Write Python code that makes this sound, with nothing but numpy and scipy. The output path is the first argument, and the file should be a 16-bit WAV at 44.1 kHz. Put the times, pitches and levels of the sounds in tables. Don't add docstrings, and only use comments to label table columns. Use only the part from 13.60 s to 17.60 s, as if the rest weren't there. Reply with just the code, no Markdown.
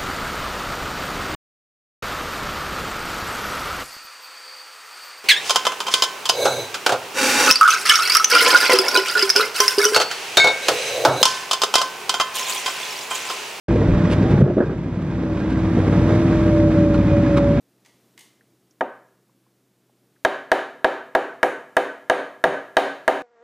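import sys
import numpy as np
from scipy import signal
from scipy.fft import rfft, irfft, next_fast_len
from scipy.io import wavfile
from scipy.ndimage import uniform_filter1d, minimum_filter1d, map_coordinates

SR = 44100
rng = np.random.default_rng(int(sys.argv[2]) if len(sys.argv) > 2 else 0)


def master(y):
    cut = np.clip(np.atleast_2d(y).T, -1, 1)
    pcm = np.round(cut * 32767)
    wavfile.write(sys.argv[1], SR, pcm.astype(np.int16))


N = 176400


def amp(db):
    return 10 ** (np.asarray(db) / 20)


def unit(x):
    return x / np.sqrt(np.mean(x ** 2) + 1e-20)


def along(points, hz):
    f, v = np.transpose(points)
    return np.interp(np.log(hz + 1), np.log(f + 1), v)


def clock():
    return np.arange(N) / SR


def curve(rows):
    return np.interp(clock(), *np.transpose(rows))


def wobble(knots_per_s):
    return map_coordinates(rng.standard_normal(1024), [clock() * knots_per_s], mode="wrap")


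def phase_of(hz):
    return 2 * np.pi * np.cumsum(hz) / SR


def tone(phase, db):
    return np.sqrt(2) * amp(db) * np.sin(phase)


def filtered(x, response):
    size = next_fast_len(N + SR // 2)
    return irfft(rfft(x, size) * response(np.fft.rfftfreq(size, 1 / SR)), size)[..., :N]


def rush(spectrum, drive=1, correlation=None):
    # frequency in Hz, left-right correlation.
    default_correlation = [(30, .993), (70, .995), (150, .994), (300, .99), (550, .985), (1000, .94),
                           (1600, .82), (2100, .92), (4000, .96)]

    def response(hz):
        angle = np.arccos(np.clip(along(correlation or default_correlation, hz), -1, .9995)) / 2
        return amp(along(spectrum, hz)) * [np.cos(angle), np.sin(angle)]

    mid, side = filtered(rng.standard_normal((2, N)) * drive, response)
    return unit(np.array([mid + side, mid - side]))


def contacts(per_s, spread_db, life_s):
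    onsets = rng.random(N) < per_s / SR
    power = onsets * amp(spread_db * np.minimum(rng.standard_normal(N), 2)) ** 2
    return np.sqrt(signal.lfilter([1], [1, -np.exp(-2 / (life_s * SR))], power))


def burst(start_s, db, t60_s, attack_s):
    t = np.maximum(clock() - start_s, 0)
    return amp(db - 60 * t / t60_s) * (1 - np.exp(-t / attack_s))


def ring(start_s, db, modes, attack_s):
    t = clock() - start_s
    return sum(burst(start_s, db + mode_db, t60_s, attack_s) * np.sin(2 * np.pi * hz * t)
               for hz, mode_db, t60_s in modes)


def hiss():
    # frequency in Hz, relative density in dB.
    spectrum = [(900, -9), (2200, -4), (3750, 3.5), (4200, 0.5), (5600, 2.5), (7600, -3), (10500, -1),
                (12000, -5), (14000, -7), (15200, -23.5)]
    # time in seconds, level in dB.
    level_db = [(.1, -55.5), (.8, -54.5), (1.3, -54), (2, -53.5), (2.5, -49.5), (3.1, -50.5), (3.45, -54.5),
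                (3.75, -53), (4, -53.5)]
    return amp(curve(level_db) + .5 * wobble(10)) * rush(spectrum, correlation=[(1000, -1)])


def wind():
    # time in seconds, level in dB.
    gust_db = [(0, -35), (.2, -35), (.33, -16), (.5, -43.5), (.8, -38), (1.3, -41.5), (2, -44),
               (2.7, -38.5), (4, -44.5)]
    # frequency in Hz, relative density in dB.
    spectrum = [(10, -24), (30, -9.5), (48, 6), (90, -0.5), (250, -32.5), (1000, -72), (4000, -120)]
    return amp(curve(gust_db) + 2.5 * wobble(14)) * rush(spectrum)


def crunches():
    # centre in seconds, half length in seconds, level in dB.
    stones = [(0.46, 0.0047, -42), (0.523, 0.016, -30), (0.715, .012, -39), (1.423, 0.0029, -36),
              (1.908, 0.006, -39), (1.928, 0.006, -37.5), (3.35, 0.013, -39.5), (3.777, 0.009, -32)]
    # frequency in Hz, relative density in dB.
    grit = [(300, -28), (900, 7), (1280, 3), (2600, 1), (3600, -1), (6000, -12.5), (9000, -16),
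            (14000, -32.5)]
    swell = sum(amp(db) * np.exp(-.5 * ((clock() - s) / half_s) ** 2) for s, half_s, db in stones)
    return swell * rush(grit, contacts(per_s=3000, spread_db=6.5, life_s=0.0029))


def squeal():
    # time in seconds, pitch in Hz, level in dB.
    glide = [(.6, 725, -74), (.64, 746.6, -34), (.68, 776, -35), (.74, 854, -39), (.79, 810, -35.5),
             (.83, 785, -68.5)]
    s, hz, db = np.transpose(glide)
    pitch_hz = np.interp(clock(), s, hz) * (1 + 0.015 * wobble(120))
    return tone(phase_of(pitch_hz), np.interp(clock(), s, db) + 1.5 * wobble(60))


def knocks():
    # start in seconds, level in dB, pitch factor.
    strikes = [(0.453, -32.5, 1.5), (3.344, -25.5, 1.1), (3.665, -32, 1.3), (3.768, -23.5, 1),
               (3.78, -28.5, 0.92)]
    # mode in Hz at pitch factor 1, relative level in dB, T60 in seconds.
    shoe = [(1297, 4, 0.045), (1100, -2, 0.03), (1700, -6.5, 0.023), (2230, -10, 0.03), (2960, -15, 0.024),
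            (3800, -13.5, 0.09)]
    # frequency in Hz, relative density in dB.
    clack = [(400, -10.5), (950, 10), (1400, 3.5), (2000, -6), (2700, -4.5), (3300, -11.5), (4000, -16.5),
             (5000, -24.5), (9000, -29), (14000, -52.5)]
    rings = blows = 0
    for s, db, pitch in strikes:
        modes = [(hz * pitch, mode_db, t60_s) for hz, mode_db, t60_s in shoe]
        rings += ring(s, db, modes, attack_s=0.0004)
        blows += burst(s, db - 2.5, t60_s=0.088, attack_s=.002)
    return rings + blows * rush(clack)


def clanks():
    # start in seconds, level in dB, brightness in dB.
    drops = [(0.711, -18.5, -2), (0.741, -13, -3.5), (0.774, -18, 7), (0.809, -9, -3), (.84, -9, -4),
             (.862, -7, -7), (0.877, -8, -1.5), (.9, -4.5, -7.5), (.968, -2, -11.5), (0.981, -1.5, -1.5),
             (1.004, 3.5, -3.5), (1.021, -12.5, 7.5), (1.094, -10.5, 2), (1.115, -13.5, -10),
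             (2.173, -13, -5), (3.771, -18, -2)]
    # mode in Hz, relative level in dB, T60 in seconds.
    link_modes = [(352.2, -3.5, .1), (278, -8, .08)]
    # frequency in Hz, relative density in dB.
    muddy = [(80, -25), (190, -1.5), (270, -0.5), (355, 5.5), (460, -2.5), (620, -2.5), (780, -24.5),
             (1500, -39.5), (6000, -81)]
    steel = [(400, -30.5), (750, -2.5), (950, -1.5), (1150, 0.5), (1600, 1), (2000, -16.5), (3000, -35.5),
             (6000, -50), (12000, -77)]
    rings = dull_power = bright_power = 0
    for s, db, bright_db in drops:
        rings += ring(s, db, link_modes, attack_s=.001)
        power = burst(s, db, t60_s=.14, attack_s=0.0004) ** 2
        dull_power += power
        bright_power += power * amp(bright_db) ** 2
    dull = amp(-3.5) * np.sqrt(dull_power) * rush(muddy)
    bright = amp(-19) * np.sqrt(bright_power) * rush(steel)
    return rings + dull + bright


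def thumps():
    # start in seconds, level in dB.
    blows = [(0.735, -5), (0.788, -8.5), (0.804, -8.5), (.823, 11.5)]
    # mode in Hz, relative level in dB, T60 in seconds.
    frame_modes = [(140.2, -1.5, 0.11), (182.6, -4, .06), (100, -17, 0.048)]
    return sum(ring(s, db, frame_modes, attack_s=0.0022) for s, db in blows)


def tracks(firing_phase):
    # frequency in Hz, relative density in dB.
    rattle_spectrum = [(330, -25), (620, -6), (760, -5.5), (1000, -3.5), (1600, -8.5), (2000, -10.5),
                       (2450, -14.5), (2850, -19), (3750, -20), (4200, -25.5), (5400, -27), (7200, -33),
                       (9000, -39.5), (12000, -88.5)]
    roller_spectrum = [(200, -32.5), (370, -2.5), (480, 3.5), (540, -2.5), (680, -10.5), (900, -20),
                       (2000, -66.5), (6000, -110)]
    # time in seconds, level in dB.
    rattle_db = [(.1, -31), (.8, -32.5), (1.3, -33.5), (1.7, -31), (2.05, -32), (2.45, -30.5), (2.7, -30.5),
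                 (3.3, -34), (3.7, -31.5), (4, -33.5)]
    grind_db = [(.1, -26.5), (.7, -28.5), (1.15, -36.5), (1.7, -29), (2.05, -37.5), (2.2, -30),
                (2.7, -29.5), (3.2, -40.5), (4, -46)]
    # resonance in Hz, bandwidth in Hz, relative level in dB.
    panel_modes = [(1307, 18, -54), (1611, 16, -43.5), (2454, 19, -47.5), (3520, 39, -66)]
    pulsing = amp(-2.5) * rush(rattle_spectrum, 1 + 0.037 * np.cos(firing_phase))
    hits = contacts(per_s=170, spread_db=2, life_s=0.005)
    rattle_gain = amp(curve(rattle_db) + .7 * wobble(14))
    clatter = amp(-8.5) * rush(rattle_spectrum, hits)
    shake = filtered(hits * rng.standard_normal(N), lambda hz: 1 / (1 + (hz / 5000) ** 4))
    panels = 0
    for hz, width_hz, db in panel_modes:
        ringing = filtered(shake, lambda f: 1j * f * width_hz / (hz * hz - f * f + 1j * f * width_hz))
        panels += amp(db + 2 * wobble(8)) * unit(ringing)
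    grind = amp(curve(grind_db)) * rush(roller_spectrum, hits)
    return rattle_gain * (pulsing + clatter) + amp(-5.5) * panels + grind


def gears():
    # time in seconds, pitch in Hz.
    low_hz = [(0.1, 335.6), (0.35, 328.8), (0.7, 335.9), (1.2, 344.3), (1.5, 335), (1.77, 312), (1.95, 320),
              (2.1, 324), (2.33, 317), (2.56, 333.5), (2.7, 332), (2.85, 327), (3.2, 318.5), (3.43, 312),
              (3.58, 316), (3.72, 312), (4, 312.5)]
    high_hz = [(.1, 598), (.35, 590), (.7, 614.8), (1.2, 617.4), (1.6, 594), (1.8, 564.5), (2.05, 590),
               (2.3, 576.8), (2.42, 582), (2.54, 607.7), (2.8, 604), (3, 589), (3.25, 579.3), (3.5, 571.5),
               (3.64, 574.5), (3.76, 568), (4, 575)]
    # time in seconds, level in dB.
    low_db = [(.1, -23.5), (.48, -29.5), (.65, -23.5), (1.2, -30), (1.6, -24.5), (1.75, -21.5), (2.2, -26),
              (2.45, -24), (2.7, -17), (2.8, -21.5), (3.12, -16.5), (3.35, -21), (3.42, -26.5), (3.58, -23),
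              (3.85, -24.5), (4, -32.5)]
    high_db = [(.1, -35), (.4, -31.5), (.7, -37), (1.45, -45), (1.67, -31), (1.8, -29), (1.92, -43),
               (2.22, -42), (2.29, -27), (2.42, -30), (2.55, -29), (2.68, -33), (2.8, -26), (2.93, -21),
               (3.06, -21.5), (3.105, -25), (3.128, -38), (3.158, -20.5), (3.26, -22), (3.36, -27.5),
               (3.495, -30), (3.53, -21.5), (3.62, -22.5), (3.76, -18.5), (3.82, -21.5), (4, -23)]
    low_phase = phase_of(curve(low_hz) * (1 + 0.0017 * wobble(25)))
    high_phase = phase_of(curve(high_hz) * (1 + 0.0011 * wobble(20)))
    low = tone(low_phase, curve(low_db) + 0.82 * wobble(14))
    high = tone(high_phase, curve(high_db) + 1.5 * wobble(11))
    return low + high


def engine(firing_phase, drone_hz=99.1):
    # multiple of the firing rate, level in dB.
    harmonics = [(1, -27.5), (2, -30.5), (3, -31.5)]
    # time in seconds, level in dB.
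    drone_db = [(0, -21), (1, -32), (1.8, -25), (2.2, -22), (2.6, -27), (3.2, -21.5), (4, -31.5)]
    # frequency in Hz, relative density in dB.
    rumble = [(25, -28), (50, -12), (78, -9.5), (110, -4), (180, 0), (215, -5.5), (285, -3.5), (360, -13),
              (480, -19.5), (580, -21.5), (720, -27), (1200, -39.5), (3000, -88.5)]
    exhaust = sum(tone(k * firing_phase, db + 1.8 * wobble(8)) for k, db in harmonics)
    drone_phase = phase_of(drone_hz * (1 + .012 * wobble(7)))
    drone = tone(drone_phase, curve(drone_db) + 2 * wobble(4.8))
    throb = (1 + .25 * np.cos(firing_phase)) * amp(0.29 * wobble(28))
    return exhaust + drone + amp(-17.5) * rush(rumble, throb)


def scene():
    # frequency in Hz, left minus right in dB.
    balance_db = [(60, .2), (350, 0), (540, -2), (840, -1), (1300, -3.0), (2020, -2.3), (3140, -2.0)]
    firing_hz, left_lag_s = 61.72, .00004
    firing_phase = phase_of(firing_hz * (1 + 0.0037 * wobble(4)))
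    mix = engine(firing_phase) + gears() + tracks(firing_phase)
    mix = mix + squeal() + thumps() + clanks() + knocks() + crunches() + wind()
    sides = np.array([[.5], [-.5]])

    def pan(hz):
        return amp(along(balance_db, hz) * sides) * np.exp(-2j * np.pi * hz * left_lag_s * sides)

    return filtered(mix, pan) + hiss()


def gain_control(x, ceiling_db=-5, detect_s=0.0099, hold_s=0.46, recover_db_per_s=8):
    power = np.abs(uniform_filter1d(np.mean(x ** 2, axis=0), int(detect_s * SR)))
    need_db = np.minimum(ceiling_db - 10 * np.log10(power + 1e-12), 0)
    half = int(hold_s * SR / 2)
    held_db = minimum_filter1d(need_db, 2 * half + 1, origin=half, mode="constant")
    ramp_db = recover_db_per_s * clock()
    return x * amp(np.minimum.accumulate(held_db - ramp_db) + ramp_db)


def limiter(x, peak_db=-1):
    need = np.minimum(amp(peak_db) / (np.abs(x).max(0) + 1e-9), 1)
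    held = minimum_filter1d(need, size=256)
    return x * uniform_filter1d(uniform_filter1d(held, size=128), size=128)


def record(dry):
    start_s, fade_s, top_hz = 0.082, 0.0031, 15200
    opening = np.clip((clock() - start_s) / fade_s, 0, 1)
    return filtered(limiter(gain_control(dry)) * opening, lambda hz: hz < top_hz)


dry = scene()
out = record(dry)
master(out)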